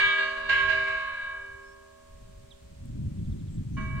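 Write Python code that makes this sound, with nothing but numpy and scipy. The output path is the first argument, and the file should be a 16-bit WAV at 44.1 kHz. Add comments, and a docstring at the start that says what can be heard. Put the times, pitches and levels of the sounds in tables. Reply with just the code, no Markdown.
"""In a court below a stone tower, a swinging church bell rings: two hard blows, a pause, a soft one.
Each blow of the clapper makes a short clang and many ringing tones, which pulse and swell as the
bell's mouth turns. The walls throw each blow back twice. Small birds chirp and whistle, a gust of
wind rumbles on the microphone, and one tiny tick sounds over a faint outdoor hiss."""
import sys
import numpy as np
from scipy import signal
from scipy.fft import rfft, irfft
from scipy.io import wavfile

SR = 44100
rng = np.random.default_rng(int(sys.argv[2]) if len(sys.argv) > 2 else 0)


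def store_wav(level_fs):
    """Save 16-bit WAV to argv[1]."""
    pcm = np.round(np.clip(np.atleast_2d(level_fs), -1, 1) * 32767)
    wavfile.write(sys.argv[1], SR, pcm.T.astype(np.int16))


N = 176400

# Clapper blows. Each row: start in seconds, spot struck on the lip (0, 1 or 2), clang gain in dB,
# clang treble cut-off in Hz, extra gain of the clang's echoes in dB.
BLOWS = [(-.02, 0, -29.5, 11000, -7), (.489, 1, -30.5, 8000, 0), (3.766, 2, -46, 2200, -7)]
# Wall echoes. Each row: delay in seconds, gain for the ring in dB, gain for the clang in dB.
WALL_ECHOES = [(.19, 0, -4), (.375, -7, -10)]
# The tone colour of iron hitting bronze. Each row: frequency in Hz, relative level in dB.
CLANG_COLOUR = [(300, -20), (600, -12), (1000, -2), (1600, 0), (2300, -2.5), (3000, -6.5), (4300, -13),
                (5500, -25), (8000, -29), (11000, -42)]


def bell_ring(t):
    """Each blow rings close pairs of tones that beat (pulse); the swing and the walls make them swell."""
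    # The bell's tones. Each row: pitch in Hz, seconds to fade by 60 dB, beat rate in Hz, beat depth
    # from 0 to 1, left minus right in dB, then relative levels in dB when struck at spots 0, 1 and 2.
    tones = [(241.6, 11.0, 0.38, 0.75, 0, -64, -70, -82), (393.8, 6.0, 1.18, 0.55, -2, -45.5, -64, -62),
             (559.0, 11.0, 0.38, 0.35, -5, -51, -61, -68), (638.9, 4.5, 0.38, 0.75, -5, -44, -48, -57),
             (946.6, 4.5, 1.42, 0.35, 0, -52, -61, -61), (1007.7, 3.6, 1.58, 0.15, -1, -48, -52, -63),
             (1088.6, 3.0, 0.54, 0.35, -6, -42, -34, -44), (1152.2, 3.0, 2.06, 0.35, -3, -48, -50, -54),
             (1227.1, 3.0, 0.94, 0.55, -6, -40, -52, -57), (1422.9, 2.1, 4.46, 0.15, 0, -48, -48, -58),
             (1595.0, 1.8, 1.26, 0.35, -5.5, -46, -38, -49), (1624.6, 2.1, 0.94, 0.35, 0, -26, -24, -48),
             (1665.2, 2.3, 1.18, 0.15, -1, -28, -30.5, -44), (1943.5, 1.5, 1.02, 0.55, -1, -40, -43, -56.5),
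             (2093.5, 1.2, 2.86, 0.15, 1, -43, -37, -62), (2209.2, 1.8, 1.74, 0.15, 7, -43, -38.5, -62),
             (2289, 2.1, 1.18, 0.75, -2.5, -29.5, -38.5, -41.5), (2311, 1.8, 4.46, 0.15, -2, -42, -42, -65),
             (2595.4, 1.2, 1.5, 0.3, -3, -48, -41, -68), (2637.0, 1.5, 0.3, 0.15, -5, -49, -43, -72),
             (2787.7, 1.1, 3.98, 0.15, -4, -33.5, -37.5, -57), (2871.1, 1.3, 0.86, 0.35, -8, -44, -43, -63),
             (2987, 1.8, 1.02, 0.35, -7, -38, -40.5, -53), (3241.3, 1.2, 1.18, 0.75, -16, -37.5, -45, -76),
             (3544.4, 1.8, 1.26, 0.75, -14, -46, -59, -85), (3729.6, 2.0, 1.34, 0.55, -12, -40, -49.5, -63),
             (3939, 1.4, 4.46, 0.15, -16, -44, -45, -69), (4529.4, 1.7, 3.9, 0.35, -9, -48.5, -56, -67)]
    # How much the mouth faces the listener. Each row: time in seconds, gain for high tones in dB.
    facing = [(0, -1), (.13, 2), (.22, 0), (.43, -3.5), (.52, 0), (.9, 1), (1.3, 3.5), (1.7, -3), (2.3, -8),
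              (3.8, -3)]
    # Tones that swell and dip on their own, listed by pitch in Hz. Each row: time in seconds, gain in dB.
    swells = {394: [(.1, 0), (.4, 3), (.9, 0), (1.05, -11), (1.24, -9), (1.4, 0)], 639: [(.05, -8),
              (.24, 0), (.62, -3), (.75, 6), (1, 2), (1.17, -6), (1.35, 2), (1.55, -6), (1.9, 5), (3.2, 0)],
              1089: [(.2, 0), (.45, 8), (.51, -4), (.66, 5), (.73, -9), (.8, -3), (.95, -4), (1.09, 4),
              (1.2, -10), (1.3, 5), (1.43, -7), (1.6, 0)], 1625: [(.3, 0), (.52, -2), (.96, 3), (1.08, -3),
              (1.2, 0)], 2289: [(.08, 0), (.25, -1), (.6, 2), (.72, -4), (.87, 6), (1.05, -4), (1.35, 1)]}
    # How far the two ears are out of step. Each row: pitch in Hz, phase gap in radians.
    ear_gaps = [(240, .6), (394, 1.7), (560, 2.35), (640, 1.6), (1100, .8), (1650, .4), (2300, 1.7),
                (4000, 2.0)]
    bell_db, echo_share, beam_hz = -.7, .3, 1600
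    late_scatter, fresh_scatter, scatter_s = .21, .38, .35
    out = np.zeros((2, N))
    slow_t = np.linspace(0, t[-1], 4000)  # coarse time steps for the loudness changes
    facing_db = curve(slow_t, facing)
    fresh = sum((slow_t > start) * np.exp(-np.abs(slow_t - start) / scatter_s) for start, *_ in BLOWS)
    for hz, t60, beat_hz, beat_depth, pan_db, *spot_db in tones:
        power = 0
        for start, spot, *_ in BLOWS:
            age = slow_t - start
            echoes = sum(undb(db) * fade(age - delay, t60, rise=.02) for delay, db, _ in WALL_ECHOES)
            ring = fade(age, t60, rise=.008) + echo_share * echoes
            beating = np.abs(1 + beat_depth * np.exp(2j * np.pi * beat_hz * age))
            power += (undb(spot_db[int(spot)]) * ring * beating) ** 2
        swell_db = sum(curve(slow_t, points) for near_hz, points in swells.items() if abs(near_hz - hz) < 20)
        beam = min(hz / beam_hz, 1)  # low tones spread all round, high ones follow the mouth
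        loudness = np.sqrt(2 * power) * undb(bell_db + swell_db + facing_db * beam) * stereo(pan_db)
        # Reflections inside the tower roughen each tone, most of all just after a blow.
        scatter = (late_scatter + fresh_scatter * fresh) * np.sqrt(beam)
        half_gap = curve(hz, ear_gaps) * rng.choice([-1, 1]) / 2
        tone = np.exp(2j * np.pi * (hz * t + rng.random()))
        for ear, side in enumerate((1, -1)):
            direct = np.exp(1j * side * half_gap)
            scattered = scatter * wander(slow_t, hz=9)
            envelope = loudness[ear] * (direct + scattered) / np.sqrt(1 + scatter ** 2)
            out[ear] += (np.interp(t, slow_t, envelope) * tone).real
    return out


def clapper_clang(t):
    """Iron cracks against bronze, leaving a short tail in the tower and a shimmer of high tones."""
    shimmer = undb(-7.5) * stereo(pan_db=-6) * high_tones()
    out = np.zeros((2, N))
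    for start, _, db, cutoff_hz, walls_db in BLOWS:
        age = t - start
        crack = undb(-1.5) * echoing_fade(age, walls_db, t60=.25)
        tail = undb(-12.5) * echoing_fade(age, walls_db, t60=1.35)
        hit = np.hypot(crack, tail) * wide_noise(CLANG_COLOUR, side_db=0) * stereo(pan_db=-2)
        ringing = shimmer * echoing_fade(age, walls_db, t60=1.45)
        treble_cut = signal.butter(2, cutoff_hz, fs=SR, output="sos")
        out += undb(db) * signal.sosfilt(treble_cut, hit + ringing)
    return out


def high_tones():
    """The bell's many weak high tones: narrow, wavering peaks in noise."""
    count, low_hz, high_hz, width_hz, db_per_octave = 70, 2100, 9500, 2.5, 5.5
    freqs = np.fft.rfftfreq(N, 1 / SR)
    peaks = 0
    for k, (place, size) in enumerate(rng.random((count, 2))):
        hz = low_hz * (high_hz / low_hz) ** ((k + place) / count)
        height = undb(10 * size + db_per_octave * np.log2(hz / low_hz))
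        peaks += height / (1 + ((freqs - hz) / width_hz) ** 2)
    return np.array([noise(CLANG_COLOUR, peaks) for _ in range(2)])


def echoing_fade(age, walls_db, t60):
    """The loudness of a clang over time: it arrives directly, then twice more off the walls."""
    power = fade(age, t60, rise=.006) ** 2
    for delay, _, db in WALL_ECHOES:
        power += (undb(db + walls_db) * fade(age - delay, t60, rise=.02)) ** 2
    return np.sqrt(power)


def wind(t):
    """Swirls of air rumble on the microphone; a stronger gust reaches higher in pitch."""
    # The wind's strength. Each row: time in seconds, level in dB before the flutter is added.
    gust = [(0, -54), (.07, -45), (.16, -59), (.45, -52), (.65, -45), (1.08, -56), (1.5, -55.5),
            (1.95, -63.5), (2.16, -51), (2.6, -52.5), (2.76, -46.5), (2.9, -36.5), (3.07, -31.5),
            (3.14, -35.5), (3.22, -31.5), (3.28, -37.5), (3.6, -35), (3.68, -41), (3.77, -31.5), (4, -31.5)]
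    # The tone colours of light and strong wind. Each row: frequency in Hz, relative level in dB.
    light_colour = [(15, -2), (40, 1.5), (80, -0.5), (130, -11.5), (220, -25), (400, -34.5), (800, -60.5)]
    strong_colour = [(15, -9), (40, -4), (80, 0), (140, -1), (220, -8.5), (300, -16.5), (420, -29),
                     (600, -57.5), (1200, -71)]
    light_db, strong_db, flutter_db, lag_s = -54.5, -37, 3.5, .0009
    db = curve(t, gust)
    strength = np.clip((db - light_db) / (strong_db - light_db), 0, 1)
    light = np.sqrt(1 - strength) * wide_noise(light_colour, side_db=-18)
    strong = np.sqrt(strength) * wide_noise(strong_colour, side_db=-18)
    left, right = (light + strong) * undb(db + flutter_db * wander(t, hz=10).real)
    return np.array([left, np.interp(t - lag_s, t, right)])  # the swirls reach the left ear first


def bird_chirps(t):
    """One bird on the right gives quick falling chirps that echo briefly in the court."""
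    # Each row: start in seconds, relative level in dB.
    chirps = [(2.503, -50), (3.174, -67), (3.243, -65), (3.313, -63), (3.387, -65), (3.469, -64),
              (3.565, -67)]
    from_hz, to_hz, length_s, echo_db = 4250, 2950, .03, -9
    out = np.zeros((2, N))
    for start, db in chirps:
        progress = np.clip((t - start) / length_s, 0, 1)
        hz = from_hz * (to_hz / from_hz) ** progress * (1 + .015 * wander(t, hz=150).real)
        tone = np.sin(2 * np.pi * np.cumsum(hz) / SR)
        out += undb(db) * stereo(pan_db=-9) * np.sin(np.pi * progress) * tone
    court = rng.standard_normal((2, N)) * fade(t, t60=.4, rise=.02)
    echo = signal.fftconvolve(out, court / np.linalg.norm(court[0]), axes=1)[:, :N]
    return out + undb(echo_db) * echo


def bird_whistles(t):
    """Far birds give thin, slightly rising whistles that flicker in each ear."""
    # Each row: start in seconds, length in seconds, pitch it rises to in Hz, relative level in dB.
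    whistles = [(1.61, .15, 5370, -65), (3.48, .12, 7720, -63), (3.69, .21, 6120, -63)]
    rise, waver = .04, .006  # shares of the pitch
    out = np.zeros((2, N))
    for start, length, pitch_hz, db in whistles:
        progress = np.clip((t - start) / length, 0, 1)
        hz = pitch_hz * (1 - rise * (1 - progress) ** 4 + waver * wander(t, hz=40).real)
        tone = undb(db) * np.sin(np.pi * progress) * np.exp(2j * np.pi * np.cumsum(hz) / SR)
        out += np.array([(tone * wander(t, hz=25)).real for _ in range(2)])
    return out


def tick(t):
    """One tiny burst of high noise, close by."""
    start_s, hz = 2.856, 9500
    colour = [(hz / 2, -20), (hz, 0), (hz * 1.5, -18)]
    return undb(-54) * fade(t - start_s, t60=.015, rise=.0005) * wide_noise(colour, side_db=-5)


def outdoor_hiss():
    """A faint, steady hiss from all around."""
    # Each row: frequency in Hz, relative level in dB.
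    colour = [(100, 7.5), (400, -1), (3000, -3.5), (5500, -7), (8300, -5), (10500, -15.5), (15500, -19.5)]
    return undb(-64.5) * wide_noise(colour, side_db=0)


def undb(db):
    """Turns decibels into a gain to multiply by."""
    return 10 ** (np.asarray(db) / 20)


def curve(x, points):
    """Joins the points with straight lines and reads the value at x."""
    return np.interp(x, *np.array(points, float).T)


def stereo(pan_db):
    """Left and right gains with a constant total power; positive pan_db is to the left."""
    gains = undb(np.array([[pan_db], [-pan_db]]) / 2)
    return gains / np.sqrt(np.mean(gains ** 2))


def noise(colour, peaks=1):
    """Noise of typical size 1, shaped by (Hz, dB) points and optional ringing peaks."""
    hz, db = np.array(colour, float).T
    freqs = np.maximum(np.fft.rfftfreq(N, 1 / SR), 1)
    gains = undb(np.interp(np.log(freqs), np.log(hz), db))
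    shaped = irfft(rfft(rng.standard_normal(N)) * peaks * gains, N)
    return shaped / shaped.std()


def wide_noise(colour, side_db):
    """Shaped noise in stereo; side_db sets the part that differs between the ears."""
    return noise(colour) + undb(side_db) * noise(colour) * np.array([[1], [-1]])


def wander(t, hz):
    """A smooth random wobble of typical size 1, mostly slower than hz, as complex numbers."""
    count = 4096
    freqs = np.fft.fftfreq(count, N / SR / count)
    spectrum = rng.standard_normal(count) + 1j * rng.standard_normal(count)
    wobble = np.fft.ifft(spectrum / (1 + (freqs / hz) ** 2) ** .75)
    return np.interp(t, np.linspace(0, N / SR, count), wobble / wobble.std())


def fade(age, t60, rise):
    """Grows for rise seconds and dies away by 60 dB every t60 seconds."""
    return np.clip(age / rise, 0, 1) * np.exp(-np.log(1000) * np.maximum(age, 0) / t60)


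def scene():
    """Adds up everything heard in the court."""
    t = np.arange(N) / SR
    bell = bell_ring(t) + clapper_clang(t)
    birds = bird_chirps(t) + bird_whistles(t)
    return bell + birds + wind(t) + tick(t) + outdoor_hiss()


def record(dry):
    """A steep filter cuts off the highest treble."""
    top_hz = 15700
    return signal.sosfilt(signal.ellip(8, .2, 70, top_hz, fs=SR, output="sos"), dry)


dry = scene()
out = record(dry)
store_wav(out)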